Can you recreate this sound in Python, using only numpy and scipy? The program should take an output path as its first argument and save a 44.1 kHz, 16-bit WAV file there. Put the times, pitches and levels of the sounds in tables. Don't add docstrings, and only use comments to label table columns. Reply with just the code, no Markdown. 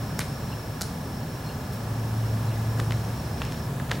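import sys
import numpy as np
from scipy import signal
from scipy.fft import rfft, irfft
from scipy.io import wavfile
from scipy.ndimage import uniform_filter1d

SR = 44100
rng = np.random.default_rng(int(sys.argv[2]) if len(sys.argv) > 2 else 0)


def bounce(signal):
    frames = np.transpose(np.atleast_2d(signal))
    limited = np.clip(frames, -1, 1)
    pcm = np.round(limited * 32767).astype(np.int16)
    wavfile.write(sys.argv[1], SR, pcm)


N = 4 * SR

# start in seconds, decay in seconds, then palm pop, bark crack and fizz levels in dB.
BARK_HITS = [(0.1887, .0006, -42, -35, -35), (0.1914, 0.00096, -21.5, -21, -24),
             (0.1935, 0.0014, -29, -31, -35), (0.2028, 0.0016, -37, -38, -33),
             (0.2063, 0.0042, -36, -44, -40), (0.81, 0.0013, -33, -25.5, -35),
             (0.8132, 0.00093, -29, -40, -37), (0.8168, 0.00057, -36, -21.5, -22),
             (0.8209, 0.00055, -42, -20, -31)]
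# start in seconds, trunk thud in dB, flesh knock in dB.
HAND_LANDINGS = [(0.1918, -23, -24), (.8120, -33, -24.5)]


def slaps():
    pop_hz, crack_hz, fizz_hz, knock_hz = (990, 2080), (3730, 7800), (8300, 13500), (278, 1060)
    thud_hz, thud_decay_s = 135, 0.0039
    out = np.zeros(N)
    for start, decay, *levels in BARK_HITS:
        for edges, db in zip((pop_hz, crack_hz, fizz_hz), levels):
            add(out, start, undb(db) * contact(lambda x: band(x, *edges, order=3), decay))
    age = np.arange(SR // 10) / SR
    thud = np.sin(2 * np.pi * thud_hz * age) * np.exp(-age / thud_decay_s)
    for start, thud_db, knock_db in HAND_LANDINGS:
        add(out, start, undb(thud_db) * thud)
        add(out, start, undb(knock_db) * contact(lambda x: band(x, *knock_hz), decay_s=0.0022))
    return out


# start in seconds, decay in seconds, level in dB, brightness in dB per octave, ring in Hz.
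TWIG_SNAPS = [(2.7961, .0014, -23.5, -4, 1400), (2.7992, 0.0024, -26, 4, 1800),
              (2.9080, 0.0014, -24, -2, 2770), (2.9214, 0.0015, -25, 1.5, 2140),
              (3.4120, 0.0011, -29, -10, 1400), (3.4178, 0.0019, -21, -3, 2700),
              (3.4218, 0.0012, -31, 3, 1400), (3.45, 0.0033, -37, 6, 2600),
              (3.5222, 0.00075, -29, 4.5, 1800), (3.798, .006, -31, -5.5, 1790),
              (3.8951, 0.0016, -31.5, -1, 1700), (3.91, 0.0013, -25, -3, 3570),
              (3.9140, 0.0045, -19, 1, 1700), (3.9217, 0.00092, -22, -8, 1400)]
# frequency in Hz, gain in dB.
SNAP_EQ = [(200, -9), (500, 0), (800, -4), (1250, 1), (1850, -1), (2400, -6.5), (3500, -3.5), (4500, -9),
           (7000, -13.5), (9000, -21), (11500, -25), (16000, -42)]


def footsteps():
    ring_db, ring_width_hz = 6.5, 330
    out = np.zeros(N)
    for start, decay, db, tilt, hz in TWIG_SNAPS:
        def woody(x):
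            ring = band(x, hz - ring_width_hz / 2, hz + ring_width_hz / 2, order=1)
            return colour(x + undb(ring_db) * ring, SNAP_EQ, tilt)
        add(out, start, undb(db) * contact(woody, decay))
    return out


# start in seconds, rough length in seconds, level in dB, centre in Hz.
SWISHES = [(0.2, 0.026, -36, 3000), (1.717, 0.056, -48.5, 11000), (2.765, 0.096, -50.5, 7000),
           (2.773, 0.075, -35, 387), (2.88, 0.25, -55.5, 6040), (3.363, 0.18, -47, 2580),
           (3.507, 0.1, -54, 5950), (3.92, 0.05, -43, 3640)]


def rustles(t):
    out = np.zeros(N)
    for start, length, db, hz in SWISHES:
        age = np.maximum(t - start, 0) / (length / 3)
        grainy = unit(hiss(hz, width_hz=hz) * np.exp(0.3 * wander(rate_hz=500)))
        out += undb(db) * age * np.exp(1 - age) * grainy
    return out


# frequency in Hz, gain in dB.
SCATTER_EQ = [(200, -3.5), (1500, -3), (3200, 0.5), (7000, -3), (11000, 1), (16000, -33)]


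def tree_scatter(x):
    delay_s, rise_s, cloud_decay_s = 0.0055, 0.0014, 0.011
    tail_decay_s, tail_db, return_db = 0.074, 3.5, -5.5
    age = np.maximum(np.arange(SR // 2) / SR - delay_s, 0)
    env = np.exp(-age / cloud_decay_s) + undb(tail_db) * np.exp(-age / tail_decay_s)
    env *= 1 - np.exp(-age / rise_s)
    env *= np.exp(0.26 * rng.standard_normal(len(env)))
    env /= np.linalg.norm(env)
    responses = [env * colour(rng.standard_normal(len(env)), SCATTER_EQ) for _ in range(2)]
    mid, side = (signal.fftconvolve(x, response)[:N] for response in responses)
    return undb(return_db) * stereo(mid, side, width=0.45)


# frequency in Hz, gain in dB.
BED_EQ = [(20, -30), (32, -9), (45, -13), (65, -2), (100, -1.5), (135, 4), (180, -4), (240, -4.5),
          (320, -13), (600, -14.5), (1000, -17.5), (1500, -23), (1850, -27.5), (2150, -29.5), (4000, -33),
          (6500, -35.5), (8000, -36.5), (12000, -37.5), (16000, -37.5)]
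# frequency in Hz, side level in dB against the middle.
BED_WIDTH = [(30, -35), (70, -37), (120, -40.5), (250, -20), (500, -11), (1300, -6.5), (2400, -4.5),
             (4400, -6), (8000, -5.5), (15000, -17.5)]
# time in seconds, level in dB.
BED_FADER = [(0, -31.5), (1.3, -32.5), (2.1, -31), (2.8, -30.5), (3.4, -31.5), (4, -31.5)]
# time in seconds, level in dB.
ENGINE_FADER = [(0, -40), (.8, -40.5), (1.4, -48), (1.7, -36), (1.9, -32), (2.15, -27.5), (2.42, -27.5),
                (2.93, -26.5), (3.05, -33.5), (3.5, -42), (3.68, -37), (4, -43)]


def traffic(t):
    bed_waver_db, engine_hz, engine_waver_hz = 0.21, 111.5, 0.61

    def bed():
        gain = fader(t, BED_FADER) * undb(bed_waver_db * wander(rate_hz=5.02))
        return gain * unit(colour(rng.standard_normal(N), BED_EQ))
    mid, side = bed(), colour(bed(), BED_WIDTH)
    pitch_hz = engine_hz + engine_waver_hz * wander(rate_hz=4.16)
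    drone = np.sqrt(2) * np.sin(2 * np.pi * np.cumsum(pitch_hz) / SR)
    return stereo(mid + fader(t, ENGINE_FADER) * drone, side)


# centre in Hz, width in Hz, level in dB before the fader.
INSECT_BANDS = [(5250, 140, -57), (5552, 147, -57), (6460, 630, -83), (7100, 60, -83), (4190, 280, -64.5)]
# time in seconds, gain in dB.
INSECT_FADER = [(0, 2.5), (1, -0.5), (1.8, -1.5), (2.6, -1.5), (3.3, 2), (3.7, 1)]


def insects(t):
    stop_s, fade_s = 3.68, 0.05
    mid, side = (sum(undb(db) * hiss(hz, width) for hz, width, db in INSECT_BANDS) for _ in range(2))
    gate = np.clip((stop_s - t) / fade_s + 0.5, 0, 1)
    return gate * fader(t, INSECT_FADER) * stereo(mid, side, width=0.4)


# start in seconds, length in seconds, pitch in Hz, level in dB.
BIRD_NOTES = [(.46, .1, 4130, -57), (0.507, .04, 2720, -47.5), (1.41, 0.13, 4240, -51.5),
              (1.485, 0.036, 2780, -48.5), (2.453, .09, 4060, -55), (2.509, .035, 2730, -46)]


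def bird(t):
    out = np.zeros(N)
    for start, length, hz, db in BIRD_NOTES:
        arch = np.sin(np.pi * np.clip((t - start) / length, 0, 1))
        out += undb(db) * arch * hiss(hz, width_hz=12 / length)
    return out


def camcorder(t):
    turn_hz, first_peak_s, sharpness = 30, 0.0079, 2.9
    whirr_hz, whirr_db = 1704, -55
    whine_hz, whine_db = 15734, -64.5
    pulses = np.exp(sharpness * np.cos(2 * np.pi * turn_hz * (t - first_peak_s)))
    whirr = unit(pulses * np.sin(2 * np.pi * whirr_hz * t))
    whine = unit(np.sin(2 * np.pi * whine_hz * t))
    return undb(whirr_db) * whirr + undb(whine_db) * whine


def contact(tone, decay_s, attack_s=0.00061, size=2048):
    t = np.arange(size) / SR
    env = np.minimum(t / attack_s, 1) * np.exp(-np.maximum(t - attack_s, 0) / decay_s)
    phases = np.angle(rfft(rng.standard_normal(size) * env))
    flat_burst = irfft(np.exp(1j * phases), size)
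    return unit(tone(flat_burst * np.sqrt(env))) * np.sqrt(np.mean(env ** 2))


def undb(db):
    return 10 ** (np.asarray(db) / 20)


def unit(x):
    return x / np.sqrt(np.mean(x ** 2))


def fader(t, points):
    return undb(np.interp(t, *np.array(points).T))


def colour(x, points, tilt_db=0):
    octave = np.log2(np.maximum(np.fft.rfftfreq(len(x), 1 / SR), 1))
    hz, db = np.array(points).T
    curve = np.interp(octave, np.log2(hz), db)
    tilt = tilt_db * np.maximum(octave - np.log2(2000), -2)
    return irfft(rfft(x) * undb(curve + tilt), len(x))


def band(x, lo_hz, hi_hz, order=2):
    return signal.sosfilt(signal.butter(order, [lo_hz, hi_hz], 'band', fs=SR, output='sos'), x)


def hiss(hz, width_hz):
    return unit(band(rng.standard_normal(N), hz - width_hz / 2, hz + width_hz / 2))


def wander(rate_hz):
    hold = int(SR / rate_hz)
    stairs = np.repeat(rng.standard_normal(N // hold + 1), hold)
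    return unit(uniform_filter1d(uniform_filter1d(stairs, hold), hold)[:N])


def add(out, start_s, x):
    i = int(start_s * SR)
    out[i:i + len(x)] += x[:max(N - i, 0)]


def stereo(mid, side, width=1):
    return np.array([mid + width * side, mid - width * side])


def scene():
    t = np.arange(N) / SR
    hands = slaps()
    movement = footsteps() + rustles(t)
    reflections = tree_scatter(hands + undb(-5) * movement)
    return hands + movement + reflections + traffic(t) + insects(t) + bird(t) + camcorder(t)


def record(dry):
    cutoff_hz = 15950
    return signal.sosfilt(signal.ellip(10, 0.2, 80, cutoff_hz, fs=SR, output='sos'), dry)


dry = scene()
out = record(dry)
bounce(out)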